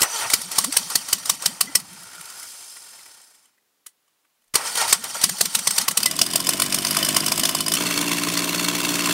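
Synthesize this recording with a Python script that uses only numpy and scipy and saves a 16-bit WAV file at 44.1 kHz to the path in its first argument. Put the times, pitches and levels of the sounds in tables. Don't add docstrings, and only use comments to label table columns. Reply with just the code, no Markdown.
import sys
import numpy as np
from scipy import signal
from scipy.fft import rfft, irfft, next_fast_len
from scipy.io import wavfile
from scipy.ndimage import uniform_filter1d, map_coordinates

SR = 44100
rng = np.random.default_rng(int(sys.argv[2]) if len(sys.argv) > 2 else 0)


def store_pcm(level_fs):
    pcm = np.round(np.clip(level_fs, -1, 1) * 32767).astype(np.int16)
    wavfile.write(sys.argv[1], SR, np.atleast_2d(pcm).T)


N = 402633
T = np.arange(N) / SR
STALL_S, STOP_S, RETRY_S, CATCH_S, SHIFT_S = 1.85, 3.6, 4.538, 6.0, 7.755
SECOND_AT = .32

# time_s, rate_hz, depth_db
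TOOTH_FLUTTER = [(0, 70, .5), (1.85, 65, .5), (2, 65, 1.5), (2.5, 60, 1), (3, 40, 1.5), (3.5, 18, 2.5),
                 (4.5, 70, .5), (9.13, 70, 0)]
# start_s, click_db, grind_db, hiss_db
PINION_BITES = [(.3012, -8, -31, -27), (.5152, -11.5, -33.5, -31.5), (.5576, -15.5, -38, -25.5),
                (.7243, -12, -31, -26.5), (.9004, -14, -32.5, -28.5), (1.0859, -15.5, -43, -31.5),
                (1.2565, -12.5, -40, -28.5), (1.4217, -16, -35, -31), (4.7543, -10.5, -31, -30),
                (4.7729, -10, -36, -23.5), (4.8785, -11.5, -33, -30), (5.0401, -14, -32.5, -35),
                (5.1444, -19, -29, -30.5), (5.2142, -11, -32.5, -25), (5.385, -18, -39, -29),
                (5.53, -22.5, -51, -31), (5.6477, -26.5, -48, -31.5), (5.763, -14, -37, -30)]
# time_s, firings_so_far
CLIMB_CRANK = [(6, 4.4), (6.058, 6.45), (6.2, 11.85), (6.3434, 17.85), (6.4788, 23.93), (6.6094, 29.98),
               (6.8591, 42), (7.0975, 54), (7.3301, 66), (7.5588, 78), (7.76, 88.65)]
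# pitch_hz, width_hz, level_db
STARTER_MODES = [(924, 40, -8.5), (1192, 37, -7.5), (1370, 150, 3.5), (1845, 55, -3), (3110, 68, -5),
                 (4530, 220, -5), (5230, 50, -1), (5830, 42, 1.5), (8600, 41, 4.5), (9400, 120, -2.5)]
BLOCK_MODES = [(1030, 140, 9.5), (3003, 68, 2), (3530, 150, -4), (4330, 47, -3.5), (5030, 470, 1),
               (5610, 65, 2), (6330, 120, -5.5), (7470, 410, -13.5), (8830, 540, -11.5)]
FLANK_MODES = [(990, 54, -14), (2240, 60, 1), (2737, 150, -1.5), (3460, 510, 2), (4280, 320, -1.5),
               (5910, 430, -5.5), (6270, 54, -15.5), (7320, 160, -6), (8760, 640, -5)]
# frequency_hz, level_db
STARTER_EQ = [(35, -46.5), (60, -27.5), (300, -20.5), (500, -11.5), (900, -6.5), (1400, -16.5), (2300, -10),
              (4000, -9), (8700, -7), (16000, -21)]
BLOCK_EQ = [(240, -9.5), (400, -16.5), (666, 0.5), (852, -16), (1070, -11), (1560, -5), (3020, 2.5),
            (6950, 0.5), (8760, 5.5), (16000, -5)]
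FLANK_EQ = [(240, -14), (400, -1.5), (789, -11.5), (994, -2.5), (1630, -5), (2710, -5), (3930, -9),
            (4310, -5.5), (8760, -7), (16000, -13.5)]


def amp(db):
    return 10 ** (np.asarray(db) / 20)


def unit(x):
    return x / np.sqrt(np.mean(x ** 2) + 1e-20)


def curves(rows):
    times, *columns = np.transpose(rows)
    return [np.interp(T, times, column) for column in columns]


def during(start_s, end_s, fade_s=.01):
    return np.clip((T - start_s) / fade_s, 0, 1) * np.clip((end_s - T) / fade_s, 0, 1)


def wobble(rate_hz):
    return map_coordinates(rng.standard_normal(int(N * rate_hz / SR) + 4), [T * rate_hz])


def filtered(x, response):
    size = next_fast_len(N + SR // 2)
    return irfft(rfft(x, size) * response(np.fft.rfftfreq(size, 1 / SR)), size)[..., :N]


def noise(response):
    return filtered(rng.standard_normal(N), response)


def colour(points):
    points_hz, db = np.transpose(points)
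    return lambda hz: amp(np.interp(np.log(hz + 1), np.log(points_hz + 1), db))


def metal(eq, modes, ring_db):
    def response(hz):
        ringing = sum(amp(db + ring_db) * 1j * hz * width / (pitch ** 2 - hz ** 2 + 1j * hz * width + 1)
                      for pitch, width, db in modes)
        gain = colour(eq)(hz) * (1 + ringing)
        return gain / np.sqrt(np.mean(np.abs(gain) ** 2))
    return response


def split(x, crossover_hz=2700):
    low = filtered(x, lambda hz: 1 / (1 + (hz / crossover_hz) ** 6))
    return low, x - low


def patchy(x, depth_db):
    spectrum = signal.stft(x, nperseg=256)[2]
    patches = uniform_filter1d(rng.standard_normal(spectrum.shape), size=3, axis=0)
    patches = uniform_filter1d(patches, size=5, axis=1)
    return signal.istft(spectrum * amp(depth_db * unit(patches)), nperseg=256)[1][:N]


def hump(t, rise_s, fall_s, tail_db, t60_s):
    top = np.exp(-(t / np.where(t < 0, rise_s, fall_s)) ** 2)
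    return np.where(t < 0, top * (1 + amp(tail_db)), top + amp(tail_db - 60 * np.abs(t) / t60_s))


def beats(cycles, on, pattern_db, scatter_db, jitter_s):
    at = np.flatnonzero(np.diff(np.floor(cycles)) * on[1:])
    size_draw, time_draw = rng.standard_normal((len(at), 2)).T
    db = np.take(pattern_db, cycles[at + 1].astype(int), mode="wrap") + scatter_db * size_draw
    at = np.clip(at + (jitter_s * SR * time_draw).astype(int), 0, N - 1)
    return np.bincount(at, amp(db), N)


def yard(level_db=-69.5):
    # frequency_hz, level_db
    yard_eq = [(15, -35), (30, -15), (100, -13), (180, -8.5), (260, -4.5), (400, -5.5), (800, -4.5),
               (2000, -6), (11000, -9.5), (16000, -9.5)]
    return amp(level_db) * unit(noise(colour(yard_eq)))


def shed_echo(near, level_db=-15.5, t60_s=.11):
    t = np.arange(SR // 3) / SR
    tail = unit(rng.standard_normal(len(t)) * amp(-60 * t / t60_s)) / np.sqrt(len(t))
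    return amp(level_db) * signal.fftconvolve(near, tail)[:N]


def hum(pitch_hz=71.8, partial_db=-91, switch_off_s=3.86):
    partials = sum(np.sin(2 * np.pi * k * pitch_hz * T) for k in range(3, 7))
    return during(STALL_S, switch_off_s) * amp(partial_db) * np.sqrt(2) * partials


def buzz(pitch_hz=1390, width_hz=190):
    # time_s, level_db
    swell = [(1.9, -79), (1.97, -56), (2.2, -49), (2.3, -53), (2.45, -49), (2.47, -54)]
    rate_hz, _ = curves(TOOTH_FLUTTER)
    shake = amp(7.7 * np.sin(2 * np.pi * np.cumsum(rate_hz) / SR) + 1.8 * wobble(25))
    band = lambda hz: (1j * hz * width_hz / (pitch_hz ** 2 - hz ** 2 + 1j * hz * width_hz)) ** 2
    ring = filtered(shake * rng.standard_normal(N), band)
    return during(swell[0][0], swell[-1][0]) * amp(curves(swell)[0]) * unit(ring)


def growl():
    # time_s, tooth_rate_hz, level_db
    strains = [
        [(.1, 420, -50), (.15, 460, -36), (.2, 420, -33), (.24, 500, -39), (.28, 330, -53)],
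        [(4.6, 390, -48), (4.67, 455, -34), (4.73, 490, -44), (4.81, 460, -26), (4.84, 460, -36),
         (4.88, 460, -46)],
    ]
    body = metal(STARTER_EQ, STARTER_MODES, ring_db=9)
    out = np.zeros(N)
    for rows in strains:
        rate_hz, db = curves(rows)
        teeth = np.cumsum(rate_hz * (1 + .015 * wobble(60))) / SR
        on = (T > rows[0][0]) & (T < rows[-1][0])
        strikes = beats(teeth, on, [0], scatter_db=2, jitter_s=.00004)
        ring = filtered(strikes, lambda hz: body(hz) / (1 + (hz / 3600) ** 4))
        out += on * amp(db) * ring / np.std(ring[on])
    return out


def starter_load(rise_s=.012, grind_fall_db_per_s=174.5, hiss_fall_db_per_s=111.5):
    # time_s, grind_db, hiss_db
    loads = [
        [(0, -36, -29), (.05, -28, -38.5), (.09, -40.5, -33), (.2, -34, -26.5), (.25, -28, -32),
         (.3, -43, -30.5), (.5, -46, -37.5), (1, -47, -36), (1.5, -48, -43), (1.9, -47, -42.5)],
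        [(4.535, -33, -24.5), (4.6, -32, -34.5), (4.67, -32, -28), (4.75, -39, -30.5), (4.82, -23, -24),
         (4.87, -32.5, -31.5), (4.91, -36, -22.5), (4.97, -43.5, -40), (5.1, -46, -34.5), (5.5, -44, -34.5),
         (5.84, -41, -30.5), (5.88, -42.5, -48.5), (6.05, -45, -33)],
    ]
    first_try, second_try = map(curves, loads)
    power = amp(np.where(T < STOP_S, first_try, second_try)) ** 2
    t = np.arange(SR // 4) / SR
    for start_s, _, grind_db, hiss_db in PINION_BITES:
        decay = amp([grind_db - grind_fall_db_per_s * t, hiss_db - hiss_fall_db_per_s * t])
        power[:, round(start_s * SR):][:, :len(t)] += (np.clip(t / rise_s, 0, 1) * decay) ** 2
    return np.sqrt(power)


def whirr():
    # pitch_hz, width_hz, level_db
    coast_modes = [(910, 37, -6.5), (1430, 110, -5.5), (1850, 55, -5.5), (2274, 67, -9.5), (3170, 90, -8.5),
                   (5040, 41, -1.5), (5260, 40, 2), (6170, 98, -6.5), (7550, 110, -2.5), (8580, 190, -4),
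                   (9410, 180, -3), (10500, 98, -0.5), (12140, 280, -10.5)]
    # frequency_hz, level_db
    coast_eq = [(35, -55), (60, -27), (400, -22), (900, -16.5), (2000, -18.5), (3900, -10.5), (4500, -6),
                (5600, -7), (9350, -7.5), (16000, -20)]
    # time_s, low_db, high_db
    spin_down = [(1.8, -50.5, -44.5), (2.1, -49.5, -44.5), (2.45, -48.5, -40), (2.5, -52.5, -40),
                 (2.9, -54.5, -44.5), (3.1, -57, -48), (3.35, -65, -56.5), (3.46, -69, -63),
                 (3.5, -75, -72)]
    rush = [(6, -39, -41), (6.7, -37.5, -37.5), (7, -33, -34), (7.7, -40, -41.5), (7.76, -35.5, -33),
            (8.8, -38.5, -36), (9.13, -33, -30.5)]
    cranking = during(-1, STALL_S + .05, .1) + during(RETRY_S, CATCH_S + .05, .003)
    coasting = during(STALL_S - .05, STOP_S, .1)
    climbing, idling = during(CATCH_S, SHIFT_S + .01), during(SHIFT_S, 10)
    stages = [(cranking, metal(STARTER_EQ, STARTER_MODES, ring_db=8), starter_load(), 2.5),
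              (coasting, metal(coast_eq, coast_modes, ring_db=6.5), amp(curves(spin_down)), 1.2),
              (climbing, metal(BLOCK_EQ, BLOCK_MODES, ring_db=1.5), amp(curves(rush)), 2.5),
              (idling, metal(FLANK_EQ, FLANK_MODES, ring_db=-1.3), amp(curves(rush)), 2.2)]
    out = np.zeros(N)
    for on, body, (low_gain, high_gain), patch_db in stages:
        low, high = split(patchy(noise(body), patch_db))
        shake = amp(.43 * patch_db * wobble(55))
        grind = unit(low) * low_gain * amp(1.3 * wobble(40))
        out += on * shake * (grind + unit(high) * high_gain)
    rate_hz, depth_db = curves(TOOTH_FLUTTER)
    return out * amp(depth_db * np.sin(2 * np.pi * np.cumsum(rate_hz) / SR))


def pings(attack_s=.003):
    # start_s, level_db, pitch_hz, t60_s
    strikes = [(.048, -27, 5945, 0.28), (.116, -29.5, 6000, 0.33), (.14, -28, 3100, 0.22),
               (.727, -28.5, 5945, .15), (1.672, -32.5, 2010, 0.11), (6.034, -27, 2600, .1),
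               (6.058, -15, 2010, 0.08)]
    out, t = np.zeros(N + SR), np.arange(SR // 4) / SR
    for start_s, db, pitch_hz, t60_s in strikes:
        envelope = amp(db - 60 * t / t60_s) * (1 - np.exp(-t / attack_s))
        out[round(start_s * SR):][:len(t)] += envelope * np.sin(2 * np.pi * pitch_hz * t)
    return out[:N] * (1 + .2 * wobble(130))


def chugs():
    # start_s, clack_db, second_clack_db, gulp_db, second_gulp_db, second_gulp_end_hz
    tries = [
        [(.3361, 3.5, -15.5, -43, -43, 212), (.5846, 2.5, -4.5, -36, -30.5, 318),
         (.7687, 2.5, -25, -39, -44, 205), (.9552, 2, -30, -42, -53, 218), (1.1293, 1, -21, -42, -54, 200),
         (1.297, 1.5, -27, -41, -55, 200), (1.4596, 1, -34, -35, -46, 213), (1.61, 2, -29, -39, -37.5, 320),
         (1.7539, 2.5, -24.5, -39, -45, 210)],
        [(4.9279, 5, -36, -42, -56, 195), (5.2392, 2.5, -7.5, -34, -36, 217),
         (5.4103, 2.5, -7.5, -36, -37, 237), (5.5509, 0.5, -10.5, -38, -40, 233),
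         (5.6727, -0.5, -7.5, -33, -39, 241), (5.7819, 0.5, -10, -37, -34, 264),
         (5.8822, 0, -10.5, -36, -38, 232), (5.9735, 1, -14, -33, -36, 240)],
    ]
    for rows in tries:
        gaps_s = np.diff([row[0] for row in rows])
        yield from zip(rows, np.pad(gaps_s, (0, 1), "edge"))


def gulps(low_hz=109, high_hz=250, lag_s=.0033, gas_db=-57):
    # start_s, level_db, length_s, start_hz, end_hz
    lone_gulps = [(.19, -47, .097, 93, 125), (1.876, -47, 0.098, 110, 223), (1.933, -51, 0.14, 108, 204),
                  (2.035, -57, .063, 119, 105), (2.16, -51, .059, 190, 155), (4.802, -49, 0.14, 97, 129)]
    # frequency_hz, level_db
    gas_eq = [(40, -25.5), (90, -6), (180, 1), (300, -1.5), (450, -30.5), (2000, -91)]
    strokes, out, flutter = list(lone_gulps), np.zeros(N + SR), wobble(120)
    for (start_s, _, _, db, second_db, end_hz), gap_s in chugs():
        strokes.append((start_s + lag_s, db, .31 * gap_s, low_hz, high_hz))
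        strokes.append((start_s + SECOND_AT * gap_s, second_db, .34 * gap_s, low_hz, end_hz))
    for start_s, db, length_s, start_hz, end_hz in strokes:
        at, count = round(start_s * SR), round(length_s * SR)
        progress = np.arange(count) / (length_s * SR)
        glide_hz = start_hz + (end_hz - start_hz) * progress ** .75
        phase = 2 * np.pi * np.cumsum(glide_hz * (1 + .05 * flutter[at:][:count])) / SR
        envelope = amp(db) * np.sin(np.pi * progress ** 1.5) ** .8
        out[at:][:count] += envelope * (np.sin(phase) + .16 * np.sin(2 * phase))
    cranking = during(.1, STALL_S + .25, .2) + during(RETRY_S, CATCH_S, .1)
    gas = amp(gas_db) * cranking * unit(noise(colour(gas_eq)))
    return gas + out[:N] * (1 + .3 * wobble(110))


def blows(scatter_db=1.5):
    # time_s, then six level_db in firing order
    cylinder_clacks = [(6, 1.5, -34, -7.5, -33, -11.5, -4.5), (6.75, -2, -26.5, -9.5, -29.5, -20.5, -5.5),
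                       (6.95, -9, -19, -6, -12.5, -11.5, -3), (7.2, -22, -15, -5.5, 0, -28, -8.5),
                       (7.6, -15, -20, -4, -22.5, -28, -4), (7.76, -16, -29, -2, -19, -27, -23)]
    # start_s, level_db
    accents = [(.006, -10), (0.0184, 0.5), (0.0307, -2), (4.5423, -12.5), (4.5548, 1), (6.2156, -15.5),
               (7.1665, -7), (7.3181, -7.5), (7.3945, -10), (7.4524, -1.5), (7.4892, -12), (7.6813, -11.5),
               (7.7372, -5), (7.8062, -12), (7.865, -10.5), (7.909, -10), (7.939, -11), (7.9749, -8),
               (8.0117, -9), (8.115, -8), (8.1316, -13), (8.2345, -9), (8.285, -10.5), (8.3724, -5.5),
               (8.5464, -8.5), (8.6418, -10), (8.6837, -6.5), (8.752, -11.5), (8.848, -9.5), (8.889, -10),
               (8.9531, -9.5), (9.0573, -8)]
    # time_s, knock_offset_db
    knock_weight = [(0, -15.5), (1, -19), (1.8, -21), (4.5, -15), (6.2, -18), (6.8, -13.5), (7.7, -16),
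                    (7.8, -12), (9.13, -14)]
    # start_s, level_db, knock_offset_db
    light_ticks = [(1.9303, -30, -16), (2.0, -33, -11), (2.032, -27, -29), (2.152, -28, -16),
                   (2.2101, -24.5, -17), (2.2545, -26, -19), (2.2999, -25, -17), (2.3802, -30, -21),
                   (2.3962, -23.5, -18), (2.4296, -24, -17), (2.768, -30.5, -9), (2.9905, -35.5, -5),
                   (3.0612, -35, -7), (3.2148, -37.5, -18), (3.3485, -45.5, -16), (3.4556, -46, -16),
                   (3.581, -61, 3), (3.865, -22.5, -17), (4.0796, -56, -4), (4.2495, -58, -1),
                   (4.4196, -55, -14.5), (4.4416, -58, -9.5), (4.4785, -54, -21)]
    times_s, firings = np.transpose(CLIMB_CRANK)
    firing = np.arange(5, int(firings[-1]))
    clack_s = np.interp(firing + .45, firings, times_s)
    clack_db = np.array(curves(cylinder_clacks))[firing % 6, (clack_s * SR).astype(int)]
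    clack_db += scatter_db * rng.standard_normal(len(firing))
    hits = list(zip(clack_s, clack_db)) + accents + [bite[:2] for bite in PINION_BITES]
    for (start_s, db, second_db, *_), gap_s in chugs():
        hits += [(start_s, db), (start_s + SECOND_AT * gap_s, second_db)]
    knock_db, = curves(knock_weight)
    return [(start_s, db, knock_db[round(start_s * SR)]) for start_s, db in hits] + light_ticks


def clacks():
    # pitch_hz, width_hz, level_db
    clack_modes = [(1106, 110, 3.5), (1960, 37, -3), (3000, 77, -4), (4430, 67, -13.5), (8330, 150, -4.5),
                   (9610, 1000, -10.5)]
    # frequency_hz, level_db
    clack_eq = [(18, -38.5), (30, -13), (780, -9), (1010, -10), (1500, -8), (1960, -3), (2290, -1.5),
                (3310, -3.5), (4420, 2), (6550, -1), (8520, 0.5), (16000, -9)]
    tick_eq = [(30, -42), (300, -12), (900, -15), (2000, -1.5), (5000, -4.5), (9500, -0.5), (16000, -10)]
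    t = np.arange(-400, SR // 6) / SR
    cranking_burst = hump(t, rise_s=.0035, fall_s=.0043, tail_db=-10, t60_s=.1)
    running_burst = hump(t, rise_s=.0021, fall_s=.0035, tail_db=-9.5, t60_s=.1)
    knock, crack, pad = np.zeros(N + SR), np.zeros(N + SR), len(t)
    for start_s, db, knock_db in blows():
        burst = running_burst if start_s > CATCH_S else cranking_burst
        knock[pad + round((start_s + .0012 + t[0]) * SR):][:len(t)] += amp(db + knock_db - 7.5) * burst
        crack[pad + round((start_s + .0025 + t[0]) * SR):][:len(t)] += amp(db - 13.5) * burst
    resting = (T > STALL_S + .05) & (T < RETRY_S - .02)
    stages = [((T < CATCH_S) & ~resting, clack_eq, clack_modes),
              (resting, tick_eq, clack_modes),
              ((T >= CATCH_S) & (T < SHIFT_S), BLOCK_EQ, BLOCK_MODES),
              (T >= SHIFT_S, FLANK_EQ, FLANK_MODES)]
    out = np.zeros(N)
    for on, eq, modes in stages:
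        body = metal(eq, modes, ring_db=4.73)
        band_rms = np.std(split(noise(body)), axis=1)
        for band, envelope in enumerate([knock, crack]):
            rattle = filtered(on * envelope[pad:][:N] * rng.standard_normal(N), body)
            out += split(rattle)[band] / band_rms[band]
    return patchy(out, depth_db=3)


def valve_rings(firings, on, valves, attack_s=.0014):
    out, t = np.zeros(N), np.arange(SR // 20) / SR
    for place, pitch_hz, db, t60_s in valves:
        strikes = beats((firings - place + 3) / 3, on, [db], scatter_db=3, jitter_s=.0005)
        ring = amp(-60 * t / t60_s) * (1 - np.exp(-t / attack_s)) * np.sin(2 * np.pi * pitch_hz * t)
        out += signal.fftconvolve(strikes, ring)[:N]
    return patchy(out, depth_db=3)


def valve_clatter(firings, on, ticks, body):
    taps = sum(beats((firings - place + 3) / 3, on, [db], scatter_db=1.5, jitter_s=.0004)
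               for place, db in ticks)
    t = np.arange(SR // 20) / SR
    tick = hump(t - t[300], rise_s=.0024, fall_s=.0032, tail_db=-16, t60_s=.04)
    envelope = signal.fftconvolve(taps, tick)[300:][:N]
    return patchy(filtered(envelope * rng.standard_normal(N), body), depth_db=2.5)


def exhaust_puffs(firings, on, pipe_eq):
    cylinder_db = [0, -1.5, -.5, 1, -2, -1]
    t = np.arange(SR // 20) / SR
    chirp = np.sin(2 * np.pi * (90 * t + 2500 * t ** 2)) * amp(-60 * t / .07)
    sweep = rfft(chirp, next_fast_len(N + SR // 2))
    sweep /= np.abs(sweep + 1e-9)
    pulses = beats(firings, on, cylinder_db, scatter_db=1.6, jitter_s=.0002)
    return filtered(pulses, lambda hz: colour(pipe_eq)(hz) * sweep)


def engine(crank, mix, pipe_eq, ticks, valves, body, breath):
    exhaust_gain, clatter_gain, ring_gain = amp(curves(mix))
    on = (T >= mix[0][0]) & (T < mix[-1][0])
    firings, = curves(crank)
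    levelled = lambda x: on * x / np.std(x[on])
    puffs = levelled(exhaust_puffs(firings, on, pipe_eq))
    exhaust = levelled(puffs + breath * levelled(noise(colour(pipe_eq))))
    clatter = levelled(valve_clatter(firings, on, ticks, body))
    return exhaust_gain * exhaust + clatter_gain * clatter + ring_gain * valve_rings(firings, on, valves)


def engine_climb():
    # time_s, exhaust_db, clatter_db, ring_db
    mix = [(6.0, -40, -38, -27), (6.494, -34.5, -32, -21), (7.2, -32.5, -34, -21.5),
           (7.69, -35, -41, -16.5), (7.76, -30.5, -25, -16)]
    # frequency_hz, level_db
    pipe_eq = [(30, -23), (70, -22), (100, -13.5), (150, -1.5), (200, 2), (260, -1), (330, -3.5),
               (390, -6.5), (450, -19), (650, -13.5), (900, -34), (2000, -90)]
    # place_firings, level_db
    ticks = [(.1, -3.5), (.55, 0), (1.25, 4.5), (1.55, 1), (2.2, 0.5), (2.55, -1)]
    # place_firings, pitch_hz, level_db, t60_s
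    valves = [(2.5, 4880, 2.5, .035), (2.5, 2990, -8, .04), (2.5, 1040, -9, .04)]
    body = metal(BLOCK_EQ, BLOCK_MODES, ring_db=5)
    return engine(CLIMB_CRANK, mix, pipe_eq, ticks, valves, body, breath=.5)


def engine_idle():
    # time_s, firings_so_far
    crank = [(7.76, 0), (7.9642, 12), (8.5794, 47.67), (9.13, 79.87)]
    # time_s, exhaust_db, clatter_db, ring_db
    mix = [(7.761, -29.5, -27.5, -20), (9.03, -30, -26.5, -18.5), (9.13, -28.5, -23, -13)]
    # frequency_hz, level_db
    pipe_eq = [(30, -50), (70, -32), (116, -13.5), (175, -0.5), (233, -5), (291, 1.5), (350, -7),
               (408, -10), (470, -37), (620, -8.5), (900, -27), (2000, -90)]
    # place_firings, level_db
    ticks = [(.2, -3.5), (.55, -3), (.83, 5.5), (1.2, -8), (1.58, 3), (1.9, -8.5), (2.52, 0), (2.88, 3)]
    # place_firings, pitch_hz, level_db, t60_s
    valves = [(.45, 2690, -1, 0.033), (.68, 4330, -4.5, 0.028), (1.55, 1043, -4.5, 0.031),
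              (2.48, 2700, -9, 0.023), (2.62, 1040, -5.5, .04), (2.7, 4380, -8, 0.042)]
    body = metal(FLANK_EQ, FLANK_MODES, ring_db=.4)
    return engine(crank, mix, pipe_eq, ticks, valves, body, breath=.45)


def scene():
    near = clacks() + pings() + gulps() + engine_climb() + engine_idle()
    return (near + shed_echo(near) + yard() + whirr() + buzz() + growl() + hum())[None]


def record(dry):
    low_cut_hz, top_hz = 45, 15800
    thinned = filtered(dry, lambda hz: 1j * hz / (low_cut_hz + 1j * hz))
    saturated = thinned / (1 + np.abs(thinned) ** 6) ** (1 / 6)
    band_limited = filtered(saturated, lambda hz: np.clip((top_hz - hz) / 100 + .5, 0, 1) ** 2)
    return np.clip(band_limited, -1, 1)


dry = scene()
out = record(dry)
store_pcm(out)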